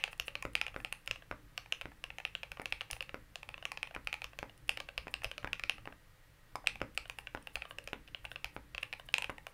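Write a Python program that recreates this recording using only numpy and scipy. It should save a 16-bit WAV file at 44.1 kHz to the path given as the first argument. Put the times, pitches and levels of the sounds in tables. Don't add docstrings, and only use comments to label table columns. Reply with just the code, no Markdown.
import sys
import numpy as np
from scipy import signal
from scipy.fft import rfft, irfft
from scipy.io import wavfile

SR = 44100
rng = np.random.default_rng(int(sys.argv[2]) if len(sys.argv) > 2 else 0)


def invert_db(level):
    return 10 ** (np.asarray(level, dtype=float) / 20)


def materialize(psi):
    bounded = np.clip(np.atleast_2d(psi).T, -1, 1)
    quanta = np.round(bounded * 32767).astype(np.int16)
    wavfile.write(sys.argv[1], SR, quanta)


N = 420273
MEAN_STRENGTH_DB = -31

# pitch_hz, level_db, t60_s [time to fall 60 dB]
CAP = [(1013.4, 12, 0.0051), (870, 10.5, 0.0012), (1155, -2, 0.0049), (1314, -9.5, 0.0032)]
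# pitch_hz, width_hz, level_db
STEM = [(4360, 1300, 7.5), (5060, 430, 7.5)]
# pitch_hz, width_hz, level_db
TICK = [(7260, 3900, -33), (9330, 530, -2), (13600, 4600, -21)]


def rms_one(x):
    return x / np.sqrt(np.mean(x ** 2) + 1e-20)


def ring(x, hz, t60):
    r, w = invert_db(-60 / (t60 * SR)), 2 * np.pi * hz / SR
    return signal.lfilter([0, np.sin(w)], [1, -2 * r * np.cos(w), r * r], x + 1e-18)


def place(s, level_db, shape):
    energy = (shape ** 2).sum(axis=1, keepdims=True)
    shape = shape * 10 * invert_db(np.array(level_db))[:, None] / np.sqrt(energy)
    first = np.round(np.array(s) * SR).astype(int)[:, None] - 5
    out = np.zeros(N + shape.shape[1])
    np.add.at(out, first + np.arange(shape.shape[1]), shape)
    return out[:N]


def strikes(s, level_db, modes, tuning, rise_s, spread_db, detune, size, lean=0):
    hz, mode_db, t60 = np.transpose(modes)[:3]
    luck = rng.standard_normal((len(s), 2, len(hz)))
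    t = np.arange(size) / SR
    pitch = (np.reshape(tuning, (-1, 1)) * hz * (1 + detune * luck[:, 0]))[:, :, None]
    gain = invert_db(mode_db + lean + spread_db * luck[:, 1])[:, :, None]
    rings = gain * invert_db(-60 * t / t60[:, None]) * np.sin(2 * np.pi * pitch * t)
    return place(s, level_db, rings.sum(axis=1) * (1 - np.exp(-t / rise_s)))


def cracks(s, level_db, colour, t60):
    t = np.arange(400) / SR
    rise_s = 0.00015
    spit = rng.standard_normal((len(s), len(t))) * invert_db(-60 * t / t60) * (1 - np.exp(-t / rise_s))
    spit = np.diff(spit, prepend=0, axis=1)
    coloured = sum(invert_db(db) * width * ring(spit, hz, 2.2 / width) / hz for hz, width, db in colour)
    return place(s, level_db, coloured)


def background():
    # pitch_hz, level_db [per Hz]
    hiss_curve = [(12, -36), (20, -6.5), (33, -10.5), (49, -36), (77, -19), (172, -18.5), (210, -49),
                  (499, -28.5), (678, -34.5), (1860, -31.5), (6360, -45), (16000, -45.5)]
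    # pitch_hz, level_db
    fan_whine = [(1249, -86), (1561, -90), (1890, -80.5), (2137, -103), (8958, -95)]
    hz, level_db = np.transpose(hiss_curve)
    bins = np.maximum(np.arange(N // 2 + 1) * SR / N, 1)
    colour = invert_db(np.interp(np.log(bins), np.log(hz), level_db)) * (bins > 15) * (bins < 15800)
    hiss = invert_db(-64) * rms_one(irfft(rfft(rng.standard_normal(N)) * colour, N))
    return hiss + sum(invert_db(db) * rms_one(ring(rng.standard_normal(N), hz, 0.24)) for hz, db in fan_whine)


def desk():
    # pitch_hz, level_db, t60_s
    desk_modes = [(41.3, -14, 0.21), (55.8, -8.5, 0.3), (111.8, -8.5, 0.14), (134, -17, 0.077),
                  (215, -14, 0.049), (288.7, -12.5, 0.067)]
    # start_s, low_modes_db, upper_modes_db
    hand_thumps = [(0.194, -62, -66), (.439, -56, -48.5), (.67, -74, -70), (.755, -73, -67),
                   (1.093, -66, -54), (1.306, -64, -60), (1.83, -63, -62), (2.501, -64, -59),
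                   (2.717, -59.5, -65), (2.916, -63, -52), (3.119, -67, -61), (3.95, -60.5, -57),
                   (4.239, -61, -74), (4.383, -61, -60), (4.701, -71, -64), (4.97, -58, -60),
                   (5.247, -57, -52), (5.44, -61, -56), (5.62, -65, -63), (6.803, -57, -47.5),
                   (7.083, -65, -67), (7.341, -63, -59), (7.55, -59, -61), (8.223, -61, -68),
                   (8.437, -56.5, -69), (8.561, -66, -59), (8.731, -59, -73), (9.287, -62, -66)]
    # start_s, rumble_db
    wrist_rumble = [(0.0, -65.5), (5.15, -64), (5.41, -62), (5.85, -63), (6.05, -72.5), (6.48, -70.5),
                    (6.6, -61), (7.09, -66.5), (7.96, -64), (9.53, -65.5)]
    s, *push_db = np.transpose(hand_thumps)
    push = np.tile(np.hanning(400), (len(s), 1))
    low, upper = (place(s + 0.0081, db - 24.0, push) for db in push_db)
    thump = np.zeros(N)
    for k, (hz, mode_db, t60) in enumerate(desk_modes):
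        thump += invert_db(mode_db) * ring(low if k < 2 else upper, hz, t60)
    lumps = np.interp(np.arange(N), np.arange(0, N, 2000), rng.standard_normal(-(-N // 2000)))
    wrists = invert_db(2 * rms_one(lumps)) * rng.standard_normal(N)
    hum = sum(invert_db(mode_db) * ring(wrists, hz, t60) for hz, mode_db, t60 in desk_modes)
    rumble_db = np.interp(np.arange(N) / SR, *np.transpose(wrist_rumble))
    return thump + invert_db(rumble_db + 3.0) * rms_one(hum)


def key_contacts(s, cap_db, cap_hz, plate_db, stem_db, tick_db):
    # pitch_hz, level_db, t60_s, lean_db [per 100 Hz of cap pitch]
    plate_modes = [(565, -7.5, 0.075, 9), (686, 1, 0.016, 17.5), (823, 8.5, 0.013, 3),
                   (1103, 11, 0.011, 10.5), (1336, 6, 0.015, 7), (1540, 3.5, 0.017, 13.5),
                   (1750, -3.5, 0.02, -0.5)]
    lean_db = np.outer(np.clip((cap_hz - 2640) / 100, -1.5, 1.5), np.array(plate_modes)[:, 3])
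    cap = strikes(s, cap_db, CAP, cap_hz / 1000, .0007, 2, .012, size=400)
    later_s = 0.0014 * rng.uniform(.6, 1.4, len(s))
    second_db = np.minimum(-13 - 0.9 * (cap_db - MEAN_STRENGTH_DB), -2)
    cap += strikes(s + later_s, cap_db + second_db, CAP, cap_hz / 1000, .0007, 3, .015, size=400)
    plate = strikes(s, plate_db, plate_modes, 1, .0004, 3.5, .03, size=1000, lean=lean_db)
    plate = signal.sosfilt(signal.butter(4, 490, "high", fs=SR, output="sos"), plate)
    return cap - plate + cracks(s, stem_db - 3.5, STEM, .0035) + cracks(s, tick_db, TICK, .0035)


def presses(rows, mean_tick_db):
    s, cap_db, cap_hz, stem_db = np.transpose(rows)
    harder_db = cap_db - MEAN_STRENGTH_DB
    snappier_db = stem_db + 44
    plate_db = -41 + 0.3 * harder_db + 0.077 * snappier_db
    return key_contacts(s, cap_db, cap_hz, plate_db, stem_db, mean_tick_db + 0.3 * harder_db)


def light_contacts(s, cap_db, cap_hz, plate_db, tick_db):
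    return -key_contacts(s, cap_db, cap_hz, plate_db, (cap_db + tick_db) / 2 - 1.0, tick_db)


def earlier_stroke():
    # time_before_s, level_db
    unseen_stroke = (0.071, -12.5)
    before_s, level_db = unseen_stroke
    row = (.001, level_db, 2600, level_db - 11, level_db - 14, level_db - 24)
    stroke = key_contacts(*np.transpose([row]))
    return np.roll(room(stroke), -round(before_s * SR)) * (np.arange(N) < N // 2)


def padded_presses():
    # start_s, strength_db, cap_pitch_hz, stem_snap_db
    padded_rows = [(.039, -23.5, 2630, -32.5), (.354, -30.5, 2620, -41), (1.076, -32.5, 2620, -39.5),
                   (1.1113, -26.5, 2710, -37.5), (1.5779, -31.5, 2740, -36), (1.8125, -36, 2630, -47),
                   (2.1035, -40, 2500, -62), (2.1845, -36.5, 2470, -46), (2.3516, -30, 2820, -49),
                   (2.4324, -36, 2660, -50), (2.5177, -37, 2600, -43), (2.6573, -31, 2630, -39.5),
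                   (2.7244, -26, 2590, -39.5), (2.8092, -33, 2770, -46), (3.0071, -32, 2750, -43),
                   (3.0933, -41, 2570, -60), (3.3569, -37, 2870, -41), (3.5421, -40, 2650, -63),
                   (3.6535, -28.5, 2660, -39), (3.7739, -37.5, 2560, -44), (4.1287, -30, 2530, -42.5),
                   (4.219, -37.5, 2520, -46), (4.389, -36, 2630, -41), (4.802, -38.5, 2600, -40.5),
                   (4.9787, -28.5, 2640, -37), (5.245, -29, 2630, -34), (5.3802, -37, 2630, -42.5),
                   (5.596, -38, 2380, -45), (5.637, -30.5, 2540, -39.5),
                   (6.976, -25.5, 2585, -33.5), (7.2715, -37.5, 2630, -56), (7.5563, -30, 2670, -37.5),
                     (7.621, -35, 2500, -58), (7.7853, -37, 2720, -43.5), (8.1473, -33.5, 2740, -79),
                     (8.3595, -37, 2720, -53), (8.4445, -30.5, 2550, -37), (8.7482, -37, 2630, -46.5),
                     (8.7802, -32.5, 2630, -49), (8.828, -52, 2520, -65), (8.928, -34.5, 2520, -42.5)]
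    return presses(padded_rows, -66)


def plate_knocks():
    # start_s, peak_db, pitch_hz
    knocks = [(0.039, -31, 820), (0.197, -47, 715), (0.28, -35.5, 560), (0.354, -39, 1170),
              (0.426, -33, 1070), (0.553, -54, 1370), (0.614, -29.5, 1360), (0.665, -41, 780),
              (0.847, -40, 764), (0.924, -40, 1380), (1.074, -56, 1310), (1.11, -38, 560),
              (1.578, -38, 743), (1.722, -53, 1350), (2.039, -51, 555), (2.251, -47, 807),
              (2.35, -54, 1280), (2.658, -45, 743), (2.723, -41, 810), (3.007, -47, 1290),
              (3.355, -67, 740), (3.654, -34.5, 1150), (3.718, -33, 1080), (3.83, -37.5, 840),
              (4.072, -40, 1410), (4.129, -44, 750), (4.388, -40, 586), (4.693, -33, 830),
              (4.773, -48, 790), (4.801, -45, 1150), (4.978, -37.5, 660), (5.141, -41, 790),
              (5.244, -32, 649), (5.314, -41, 563), (5.38, -33, 605), (5.531, -39, 1140), (5.696, -35, 810),
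              (6.642, -39, 756), (6.672, -31, 830), (6.757, -43, 807), (6.976, -34, 1340),
              (7.186, -34, 830), (7.555, -45, 552), (7.785, -33, 560), (7.875, -34.5, 554),
              (8.443, -48, 1310), (8.83, -52, 754), (9.141, -33, 830), (9.182, -27, 987), (9.243, -48, 797)]
    s, peak_db, hz = np.transpose(knocks)
    one_mode = [(0.99, 0, 0.029)]
    return -strikes(s, peak_db - 9, one_mode, hz, .0004, 0, 0, size=1000)


def ticks():
    # start_s, level_db, pitch_hz
    tick_rows = [(0.0393, -48.5, 8400), (0.13, -58, 9200.0), (0.1987, -43.5, 13400.0),
                 (0.2808, -54, 10100), (0.3533, -62, 9700.0), (0.425, -53.0, 9400), (0.5531, -42, 8460),
                 (0.6141, -59, 12400), (0.6659, -60, 6800.0), (0.8476, -50.5, 8600), (0.9263, -41, 8700),
                 (1.1124, -45, 6330), (1.5765, -59, 8300), (1.7225, -56, 9700), (2.039, -64, 9400.0),
                 (2.2507, -59, 9000.0), (2.3515, -54, 7460), (2.5176, -54.0, 10500.0),
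                 (2.6572, -67, 7900.0), (2.7243, -52, 9200.0), (2.93, -51, 10500), (3.357, -52, 7140),
                 (3.6534, -54, 9450), (3.7193, -51, 9600), (3.8293, -53.0, 8800), (3.9485, -61, 9300),
                 (4.073, -60, 8400), (4.1406, -55, 9200), (4.2413, -57, 13400.0), (4.3887, -62, 12400.0),
                 (4.6932, -38.0, 8500), (4.7726, -58, 8200.0), (4.8018, -63, 8600.0),
                    (4.9778, -53, 9300.0), (5.1403, -48, 8500), (5.2432, -55, 9900.0),
                    (5.3141, -61, 8500.0), (5.379, -61, 10700.0), (5.5315, -60, 9500),
                    (5.6369, -63, 9700.0), (5.6961, -45, 9000.0), (6.672, -41, 8600), (6.9759, -43, 8000),
                    (7.0974, -62, 8550), (7.1868, -51.0, 9700), (7.4717, -58, 9800), (7.5563, -65, 6700.0),
                    (7.7843, -64, 9700.0), (7.8745, -58, 8800), (8.4445, -53, 10400.0), (8.831, -54, 8500),
                    (9.1409, -40, 7000), (9.1825, -38.5, 7000), (9.2226, -51, 9300.0),
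                    (9.2435, -56, 8600.0)]
    s, tick_db, tick_hz = np.transpose(tick_rows)
    own = sum(cracks([at], [db], [(hz, 610, 0)], .003) for at, db, hz in zip(s, tick_db, tick_hz))
    return own + cracks(s, tick_db - 24, TICK, 0.003)


def keys_springing_back():
    # start_s, cap_db, plate_db
    return_rows = [(0.0782, -45.5, -41.5), (0.13, -46, -46), (0.6809, -42.5, -46.5), (.7432, -50, -46),
                   (.802, -50, -45.5), (1.1588, -47, -50), (1.2227, -56, -49.5), (1.324, -64, -41),
                   (1.66, -52.5, -50.5), (1.918, -61, -50.5), (2.2011, -46, -43.5), (2.572, -49.5, -44.5),
                   (2.6165, -47, -41.5), (2.8158, -38, -43), (2.903, -45, -44.5), (2.9656, -49, -48),
                   (3.0256, -39, -51), (3.4308, -43.5, -46.5), (3.579, -48, -47.5), (3.626, -47, -43.5),
                   (3.873, -46, -48.5), (3.91, -55, -45.5), (3.9427, -56, -48), (4.333, -56, -49),
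                   (4.496, -53, -53), (4.8878, -45, -42),
                   (5.0808, -45, -44), (5.2193, -49, -47), (5.234, -47, -44), (5.4297, -54, -49),
                      (5.4738, -42.5, -38.5), (5.782, -52.5, -47.5), (5.8557, -48.5, -45.5),
                      (5.925, -56, -47), (6.6433, -73, -49), (6.662, -50, -57), (6.7566, -44, -51),
                      (6.8037, -51, -50), (7.056, -50, -47.5), (7.3734, -51.5, -43.5), (7.57, -53, -41.5),
                      (7.653, -49.5, -43), (7.7095, -46.5, -41.5), (8.077, -51, -60), (8.084, -54, -59),
                      (8.245, -69, -49), (8.316, -43, -41.5), (8.456, -52, -48), (8.9975, -48, -44),
                      (9.0883, -45, -45), (9.3, -48, -39), (9.382, -46, -43.5), (9.468, -42, -40)]
    s, cap_db, plate_db = np.transpose(return_rows)
    cap_hz = 2630 + 196 * rng.standard_normal(len(s))
    return light_contacts(s, cap_db, cap_hz, plate_db, cap_db - 20.5)


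def rocking_caps():
    # start_s, cap_db, cap_pitch_hz
    landings = [(0.0805, -50, 2490), (0.2863, -50, 2720), (.6841, -55, 2570), (1.1166, -53, 2650),
                (1.7302, -55, 2760), (1.8175, -43.5, 2640), (2.0449, -53, 2640), (2.435, -44, 2510),
                (2.439, -54, 2830), (2.7284, -54, 2500), (3.9522, -52, 2650), (4.2506, -51, 2710),
                (4.395, -53, 2830), (4.774, -37, 2580), (4.8035, -36.5, 2750), (4.8892, -45, 2750),
                (4.9837, -45, 2620), (5.2498, -50, 2820), (5.2532, -42, 2720), (5.3158, -45, 2750),
                (5.5353, -61, 2560), (5.7006, -59, 2570), (7.56, -51, 2700), (7.6147, -56, 2540),
                (7.8858, -51, 2700), (8.2542, -45, 2780), (8.4504, -56, 2610), (8.785, -52, 2630),
                (8.8292, -39.5, 2520), (9.1477, -58, 2720), (9.19, -51, 2670), (9.2466, -51, 2510)]
    s, cap_db, cap_hz = np.transpose(landings)
    return light_contacts(s, cap_db, cap_hz, cap_db - 4, cap_db - 20.5)


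def stem_rub():
    # pitch_hz, width_hz, level_db
    housing = [(9600, 2200, -7), (10500, 2200, -9), (13500, 3500, -7)]
    # start_s, length_s,
    # level_db
    slides = [(0.103, 0.042, -54), (0.243, 0.06, -52), (0.73, 0.14, -62), (1.06, 0.029, -62),
              (2.61, 0.022, -60), (2.694, 0.025, -62), (2.905, 0.097, -57), (4.654, 0.038, -69),
              (5.1, 0.031, -56), (6.94, 0.029, -59), (7.092, 0.031, -60), (7.163, 0.069, -60),
              (7.52, 0.066, -57), (7.67, 0.067, -57.5), (8.234, 0.031, -57), (8.288, 0.061, -57),
              (8.524, 0.055, -60), (8.798, 0.034, -61), (8.98, 0.034, -59), (9.05, 0.026, -56.5),
              (9.451, 0.085, -64)]
    sizes = invert_db(1.8 * np.minimum(rng.exponential(1, N), 4))
    grains = sizes * rng.standard_normal(N) * (rng.random(N) < 6000 / SR)
    out = sum(invert_db(peak_db) * rms_one(ring(grains, hz, 4.0 / width)) for hz, width, peak_db in housing)
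    swell = np.zeros(N)
    for s, length, rub_db in slides:
        span = slice(round(s * SR), round((s + length) * SR))
        swell[span] += invert_db(rub_db - 8.0) * np.hanning(len(swell[span]))
    return swell * rms_one(out)


def grazing_fingers():
    # start_s, tick_db
    grazes = [(.1784, -62), (0.273, -59), (0.534, -58), (1.061, -56), (2.6178, -54), (2.9117, -35.5),
              (3.023, -53.5), (4.047, -61), (4.5776, -60.5), (4.68, -57), (5.237, -51), (6.949, -60),
              (7.079, -60), (7.426, -59), (7.8409, -55.5), (9.1268, -62), (9.301, -55), (9.468, -52.5)]
    s, tick_db = np.transpose(grazes)
    return light_contacts(s, tick_db - 6, 2750 + 0 * s, tick_db - 13.5, tick_db)


def sharp_presses():
    # start_s, strength_db, cap_pitch_hz, stem_snap_db
    sharp_rows = [(.1985, -27.5, 2770, -33.5), (.2816, -33, 2620, -49), (.4252, -37, 2440, -41.5),
                  (.5533, -21.5, 2520, -33.5), (.6141, -24.5, 2530, -35), (.666, -33, 2520, -54),
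                  (.8478, -30, 2600, -44), (.9256, -31.5, 2560, -43.5), (1.724, -24, 2750, -36),
                  (2.04, -34, 2720, -44), (2.2514, -27, 2590, -45), (2.931, -36, 2610, -43),
                  (3.4901, -39.5, 2620, -52), (3.7181, -37, 2380, -40), (3.83, -28.5, 2590, -44),
                  (3.949, -40, 2470, -52), (4.0726, -28, 2570, -40), (4.1414, -34, 2550, -44),
                  (4.2432, -36, 2780, -41), (4.6932, -21, 2640, -30.5), (4.7728, -41, 2540, -45),
                  (5.1403, -29, 2720, -35), (5.3147, -37, 2750, -52), (5.5313, -27, 2630, -40),
                  (5.6963, -22, 2630, -35),
                  (6.6719, -19.5, 2630, -29), (7.098, -35.5, 2620, -43.5), (7.187, -38.5, 2630, -52),
                    (7.4721, -39, 2700, -52), (7.875, -40, 2600, -42.5), (8.252, -36.5, 2560, -67),
                    (8.8313, -30.5, 2630, -46), (8.9357, -37.5, 2520, -54), (9.141, -19, 2630, -28),
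                    (9.1825, -27, 2600, -47), (9.2228, -31.5, 2560, -43), (9.2436, -30.5, 2630, -46)]
    return presses(sharp_rows, -54)


def long_bar():
    # start_s, bar_db, cap_db, tick_db
    bar_hits = [(0.4524, -32, -48, -52), (0.7631, -34, -65, -59), (1.313, -33, -48, -54),
                (1.8565, -38, -66, -66), (2.5977, -36, -54, -56), (3.144, -35, -51, -54),
                (3.9637, -35.5, -53, -65), (4.4291, -34.5, -50, -55), (5.0707, -39, -60, -66),
                (5.4457, -32, -53, -52.5), (5.875, -37.5, -55, -67), (6.8164, -29, -39.5, -48),
                (7.349, -33, -54, -54), (7.9318, -34, -36.5, -49), (8.5651, -36.5, -75, -72),
                (9.2964, -34, -61, -62)]
    # pitch_hz, level_db, t60_s
    bar_modes = [(192, -16, 0.04), (341, -16, 0.03), (410, -14, 0.035), (540, -2, 0.018), (650, -4, .014),
                 (806, -3, 0.016), (997, -0.5, 0.011), (1306, 2.5, .008), (1507, 6, 0.008),
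                 (1955, 4, 0.006), (2260, -3, 0.004)]
    # delay_s, level_db
    bar_rattle = [(0, 1.5), (.0045, -26), (0.0146, -19)]
    s, bar_db, cap_db, tick_db = np.transpose(bar_hits)
    bar = cracks(s, tick_db, STEM + TICK, .006) + strikes(s, cap_db, CAP, 2.7, .0007, 2, .03, size=400)
    for delay, rattle_db in bar_rattle:
        bar -= strikes(s + delay, bar_db + rattle_db, bar_modes, 1, .00012, 3, .05, size=2500)
    return bar


def wide_key():
    # start_s, body_db, stem_db, tick_db
    wide_hits = [(6.5557, -31, -43.5, -52)]
    # pitch_hz, level_db, t60_s
    wide_modes = [(620, -17, 0.0052), (820, 0, 0.018), (1070, 11, 0.0082), (1570, -3.5, 0.008),
                  (2240, -2.5, 0.015)]
    s, body_db, stem_db, tick_db = np.transpose(wide_hits)
    body = strikes(s, body_db, wide_modes, 0.99, 0.00035, .1, .001, size=1500)
    wire = strikes(s + .011, body_db - 22, wide_modes, 1.1, .0004, 3, .05, size=1500)
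    return body + wire + cracks(s, stem_db, STEM, 0.023) + cracks(s, tick_db, TICK, 0.011)


def room(x):
    # delay_s, level_db
    early_echoes = [
        (.0093, -30),
        (0.0118, -21),
        (0.024, -22),
    ]
    # pitch_hz, t60_s, energy_db
    tail_octaves = [(252, 0.25, -6), (484, 0.23, -7), (886, 0.23, -9), (2170, 0.24, -11.5),
                    (4780, 0.22, -11.5), (7740, 0.23, -13)]
    # pitch_hz, sharpness [no unit], share_lost [0 to 1]
    aimed_upward = [(580, 4, .3), (1050, 5, .25), (1450, 4, .25), (2620, 3, .42), (5250, 4, .35),
                    (8600, 2, .45)]
    t = np.arange(SR // 2) / SR
    density = np.minimum((1500 + 300000 * t) / SR, 1)
    echoes = rng.standard_normal(len(t)) * (rng.random(len(t)) < density) / np.sqrt(density)
    echoes *= 1 - np.exp(-t / .0045)
    tail = np.zeros(len(t))
    for delay, echo_db in early_echoes:
        tail[round(delay * SR)] = invert_db(echo_db)
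    tail = signal.lfilter([.6], [1, -.4], tail)
    for hz, t60, energy_db in tail_octaves:
        limits = [hz / np.sqrt(2), min(hz * np.sqrt(2), .45 * SR)]
        octave = signal.butter(2, limits, "band", fs=SR, output="sos")
        band = signal.sosfilt(octave, echoes) * invert_db(-60 * t / t60)
        tail += invert_db(energy_db + 8.0) * rms_one(band) * np.sqrt(hz / SR / len(t))
    for hz, sharpness, lost in aimed_upward:
        x = x - lost * signal.lfilter(*signal.iirpeak(hz, sharpness, fs=SR), x)
    return signal.fftconvolve(x, tail)[:N]


def scene():
    light = keys_springing_back() + grazing_fingers() + rocking_caps()
    long_keys = long_bar() + wide_key()
    groups = [sharp_presses(), padded_presses(), light, long_keys, plate_knocks() + ticks()]
    keyboard = sum(x + room(x) for x in groups)
    return (keyboard + earlier_stroke() + desk() + stem_rub() + background())[None]


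def band_limit(x):
    return signal.sosfilt(signal.butter(12, 16980, fs=SR, output="sos"), x)


def record(dry):
    top_cut = signal.cheby2(10, 60, 17000, fs=SR, output="sos")
    return band_limit(signal.sosfilt(top_cut, dry))


dry = scene()
out = record(dry)
materialize(out)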